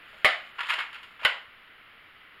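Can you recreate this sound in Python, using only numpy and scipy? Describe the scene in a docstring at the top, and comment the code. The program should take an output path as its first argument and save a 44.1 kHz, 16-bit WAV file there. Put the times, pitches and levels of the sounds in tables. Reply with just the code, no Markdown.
"""In a small concrete room, a stiff spring-loaded switch, probably a breaker, snaps over in a steel
electrical panel, rattles as it is handled, and snaps back. Each snap is a few quick impacts that excite
the cabinet's damped modes and leave a short reverberant tail. A faint steady hiss lies underneath,
and the microphone cuts two notches in the treble."""
import sys
import numpy as np
from scipy import signal
from scipy.fft import rfft, irfft, next_fast_len
from scipy.io import wavfile
from scipy.ndimage import uniform_filter1d

SR = 44100
rng = np.random.default_rng(int(sys.argv[2]) if len(sys.argv) > 2 else 0)


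def unload_wav(signal):
    """Save mono or channel-first audio to the path in sys.argv[1] as 16-bit WAV at rate SR, clipped to [-1, 1]."""
    wavfile.write(
        sys.argv[1],
        SR,
        np.round(np.clip(np.atleast_2d(signal).T, -1, 1) * 32767).astype(np.int16),
    )


N = 105840
EVENT_TIME_S = np.arange(SR // 2) / SR
ATTACK_S = 0.00039


def amp(db):
    """Decibel scale: 20 dB is a factor of ten in amplitude."""
    return 10 ** (np.asarray(db) / 20)


def unit(x):
    """Normalisation to an rms of 1."""
    return x / np.sqrt(np.mean(x ** 2) + 1e-20)


def along(points, hz):
    """Interpolation of (frequency_hz, value) points on a logarithmic frequency axis."""
    point_hz, values = np.transpose(points)
    return np.interp(np.log(hz + 1), np.log(point_hz + 1), values)


def decay(t, t60):
    """Exponential damping: 60 dB in t60 seconds."""
    return np.exp(-np.log(1000) * t / t60)


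def add(track, start_s, sound):
    """Superposition: a sound sums into the track from start_s on."""
    part = track[round(start_s * SR):][:len(sound)]
    part += sound[:len(part)]


def coloured(x, spectrum, tilt=0):
    """Minimum-phase filtering at unit power gain; tilt is in dB per octave about the mids."""
    size = 2 * next_fast_len(len(x))
    hz = np.fft.rfftfreq(size, 1 / SR)
    octaves = np.log2(np.clip(hz, 400, 8000) / 2000)
    gain = unit(amp(along(spectrum, hz) + tilt * octaves))
    cepstrum = irfft(np.log(gain), size)
    cepstrum[1:size // 2] *= 2  # folding the cepstrum makes the filter causal
    cepstrum[size // 2 + 1:] = 0
    return irfft(rfft(x, size) * np.exp(rfft(cepstrum)), size)[:len(x)]


# spectrum of the noise floor: frequency_hz, relative_db
HISS_SPECTRUM = [(25, -5.5), (60, -8.5), (150, -9.5), (400, -9.5), (900, -9), (1350, 1), (1650, -1),
                 (2050, 2), (2550, -2.5), (3000, -2), (4000, -15.5), (5200, -23), (7200, -32),
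                 (9000, -34.5), (11000, -28.5), (15500, -33)]
# its slow drift: time_s, level_db
HISS_ENVELOPE = [(0, -50.5), (.22, -51), (.55, -51.5), (1.5, -53), (2.4, -53)]

def hiss():
    """Broadband noise: the room and microphone set a nearly constant noise floor."""
    level_db = np.interp(np.arange(N) / SR, *np.transpose(HISS_ENVELOPE))
    noise = coloured(rng.standard_normal(N + SR // 2), HISS_SPECTRUM)[-N:]
    return amp(level_db) * unit(noise)


def ring(modes):
    """Free vibration: struck steel sounds a sum of damped modes, here with random phases."""
    t = EVENT_TIME_S
    tones = sum(amp(db) * decay(t, t60) * np.sin(2 * np.pi * (hz * t + rng.random()))
                for hz, db, t60 in modes)
    return tones * (1 - np.exp(-t / ATTACK_S))


# knocks of the hand: start_s, level_db
HAND_BUMPS = [(.132, -51.5), (.7355, -44), (1.221, -46.5)]
# low cabinet modes: pitch_hz, relative_db, t60_s
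LOW_MODES = [(427, -14.5, 0.23), (559, -9, 0.25), (637, -1.5, 0.2), (820, -12, 0.29)]

def bumps():
    """Soft impact: the hand excites only the cabinet's low modes, so they sound dull."""
    out = np.zeros(N)
    for start_s, db in HAND_BUMPS:
        add(out, start_s, amp(db) * ring(LOW_MODES))
    return out


# strokes of the hand: start_s, length_s, level_db
RUB_STROKES = [(0, 0.35, -56), (.42, 0.11, -55), (0.542, 0.055, -57), (0.643, 0.08, -40.5),
               (0.879, 0.37, -62.5)]
# friction spectrum: frequency_hz, relative_db
RUB_SPECTRUM = [(300, -26), (900, -10), (1400, 6.5), (2100, -6), (3000, 1.5), (4200, -9), (5500, -18),
                (7300, -14), (9000, -23), (15000, -37)]

def rubbing(grain_s=0.003, grain_db=2):
    """Sliding friction: the hand gripping the switch makes grainy noise that swells and fades."""
    out, t = np.zeros(N), EVENT_TIME_S
    for start_s, length_s, db in RUB_STROKES:
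        grain = unit(uniform_filter1d(rng.standard_normal(len(t)), round(grain_s * SR)))
        stroke = np.sin(np.pi * np.clip(t / length_s, 0, 1))
        friction = stroke * amp(grain_db * grain) * rng.standard_normal(len(t))
        add(out, start_s, amp(db) * coloured(friction, RUB_SPECTRUM))
    return out


# reverberation time of the room: frequency_hz, t60_s
ROOM_DECAY = [(150, 0.073), (700, 0.43), (2000, 0.41), (5000, .33), (8000, 0.34), (14000, 0.17)]

def room_tail(rise_s=0.0027):
    """Reverberation: a diffuse field builds up, then dies away at a different rate in each band."""
    t = EVENT_TIME_S
    hz, frame_s, bands = signal.stft(rng.standard_normal(len(t)), SR, nperseg=256)
    bands *= decay(frame_s, along(ROOM_DECAY, hz)[:, None])
    tail = signal.istft(bands, SR, nperseg=256)[1][:len(t)]
    return tail * (1 - np.exp(-t / rise_s))


def clatter(t60, room_db, rise_s=ATTACK_S):
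    """Modal overlap: one contact's dense modes merge into a noise burst, followed by the room's tail."""
    t = EVENT_TIME_S
    burst = rng.standard_normal(len(t)) * decay(t, t60) * (1 - np.exp(-t / rise_s))
    return burst + amp(room_db) * room_tail()


# contacts of the loose parts: start_s, relative_db, tilt_db_per_octave
RATTLE_CONTACTS = [(0.5834, -25.5, -4.5), (0.5902, -26.5, 0), (0.6047, -19, 0), (.631, -24.5, -0.5),
                   (0.687, -20.5, 2), (0.695, -19, 3), (0.7021, -14.5, 1.5), (0.718, -23, 1.5),
                   (.7305, -20.5, -0.5), (0.7359, -21.5, 4.5), (0.755, -32, -1.5), (.779, -27, -7),
                   (0.787, -18, 0), (0.7989, -22.5, -1.5), (0.8039, -24, 2), (0.839, -36.5, -9.5),
                   (0.928, -33, 2), (0.942, -33, 2.5), (0.9534, -31.5, -0.5), (.986, -39.5, -0.5),
                   (1.0294, -35.5, 4), (1.0385, -41, 3), (1.107, -49, 1.5), (1.1928, -35.5, -4.5),
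                   (1.2013, -39.5, 0), (1.2125, -33, -0.5), (1.22, -38, 0), (1.2311, -27.5, 0.5),
                   (1.2366, -28, 1)]
# their clatter spectrum: frequency_hz, relative_db
RATTLE_SPECTRUM = [(100, -43), (400, -27.5), (720, -15), (960, -3.5), (1150, -1.5), (1400, -0.5),
                   (1620, -0.5), (2100, 1), (2450, -1), (2750, -0.5), (3150, -1.5), (3800, -12.5),
                   (5500, -20.5), (7200, -24), (8800, -30), (11500, -36), (16000, -49)]
# the modes they excite: pitch_hz, relative_db, t60_s
RATTLE_RESONANCES = [(957, -8.5, 0.14), (1107, -4.5, 0.062), (1312, -6.5, 0.072), (1400, 0.5, 0.18),
                     (1695, -9, 0.28), (2190, -9.5, 0.32), (2820, -5.5, 0.2)]

def rattle(ring_db=-10.5):
    """Light impacts: loose parts tick against each other between the snaps and ring briefly."""
    out = np.zeros(N)
    for start_s, db, tilt in RATTLE_CONTACTS:
        tick = coloured(clatter(t60=0.054, room_db=-11.5, rise_s=0.0015), RATTLE_SPECTRUM, tilt)
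        add(out, start_s, amp(db - 4) * (tick + amp(ring_db) * ring(RATTLE_RESONANCES)))
    return out


# impacts of each snap, with relative levels: start_s, clatter_db, t60_s, crack_db, thump_db
FIRST_CONTACTS = [(.2456, -4.5, 0.036, -13.5, -8.5), (.2513, -6.5, 0.041, -15, -20),
                  (.2588, -15.5, 0.094, -22, -35)]
RETURN_CONTACTS = [(1.2485, -14, 0.056, -14, -14.5), (1.2503, -8, 0.055, -22.5, -24),
                   (1.2605, -20.5, 0.069, -40, -26), (1.3015, -32, .04, -50, -60)]
# spectra of each snap's clatter and of the treble crack: frequency_hz, relative_db
FIRST_SPECTRUM = [(100, -30), (260, -21.5), (380, -16.5), (520, -15), (660, -6.5), (950, -16.5), (1230, -6),
                  (1500, -10), (1750, -5), (2100, -2), (2600, -10), (3050, -7), (4000, -16.5),
                  (5500, -23.5), (9000, -33), (16000, -60)]
RETURN_SPECTRUM = [(100, -41), (260, -42.5), (420, -14), (600, -5.5), (760, -12), (1050, -2.5), (1250, -6),
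                   (1480, 1), (1720, -6.5), (2000, 3), (2450, -6), (2750, -2.5), (3000, 1.5), (3300, -7.5),
                   (3800, -12), (5500, -21), (9000, -32), (16000, -73)]
CRACK_SPECTRUM = [(1000, -63), (3500, 3), (5000, 6.5), (6300, -9), (7200, 4.5), (8500, -1.5), (10000, -1.5),
                  (13000, -7.5), (16000, -19)]
# cabinet modes excited by each snap: pitch_hz, relative_db, t60_s
FIRST_RESONANCES = [(526, -14, 0.2), (613, -7, 0.22), (681, -9, 0.36), (766, -10, 0.32), (1110, -6, 0.17),
                    (1248, -5, 0.18), (1370, -13, .2), (1780, -11, 0.35), (2110, -6, 0.18),
                    (2000, -3, 0.32), (2205, 6, 0.11), (2167, -0.5, 0.23), (2331, -12, .18),
                    (2990, -13, 0.47)]
RETURN_RESONANCES = [(623, -8, 0.15), (823, -11.5, 0.33), (1490, 4.5, 0.084), (1490, 0.5, 0.17),
                     (1970, -1, 0.25), (2270, -17, 0.17), (2720, -17, 0.12), (2980, 3, 0.18),
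                     (3057, -1, .13), (3050, -2, .07), (3010, -31, .22)]

def snap(contacts, spectrum, modes, ring_db, room_db, thump_hz):
    """Impulsive excitation: the spring throws the mechanism against its stops, ringing the cabinet."""
    out, t = np.zeros(N), EVENT_TIME_S
    thump = np.exp(-t / 0.0022) * np.sin(2 * np.pi * thump_hz * t)  # low push of the cabinet
    for start_s, clatter_db, t60, crack_db, thump_db in contacts:
        body = coloured(clatter(t60, room_db), spectrum)
        crack = coloured(clatter(t60=0.049, room_db=-18.5), CRACK_SPECTRUM)
        add(out, start_s, amp(clatter_db - 6) * body)
        add(out, start_s, amp(crack_db - 15.5) * crack)
        add(out, start_s, amp(thump_db - 17.5) * thump)
    second_contact_s = contacts[1][0]
    add(out, second_contact_s, amp(ring_db) * ring(modes))
    return out


def scene():
    """Superposition: hiss, handling sounds and two snaps sum into one channel."""
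    first = snap(FIRST_CONTACTS, FIRST_SPECTRUM, FIRST_RESONANCES,
                 ring_db=-21, room_db=-10, thump_hz=141)
    back = snap(RETURN_CONTACTS, RETURN_SPECTRUM, RETURN_RESONANCES,
                ring_db=-25.5, room_db=-9.5, thump_hz=149)
    return (hiss() + bumps() + rubbing() + rattle() + first + back)[None]


# dips in the microphone's response: centre_hz, width_hz
MICROPHONE_NOTCHES = [(6000, 2700), (8000, 1200)]

def record(dry):
    """Frequency response: the microphone applies two second-order notches and a band limit."""
    size = next_fast_len(N + SR // 2)
    hz = np.fft.rfftfreq(size, 1 / SR)
    response = hz < 15850
    for centre_hz, width_hz in MICROPHONE_NOTCHES:
        detuning = centre_hz ** 2 - hz ** 2
        response = response * detuning / (detuning + 1j * hz * width_hz)
    return irfft(rfft(dry, size) * response, size)[:, :N]


dry = scene()
out = record(dry)
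unload_wav(out)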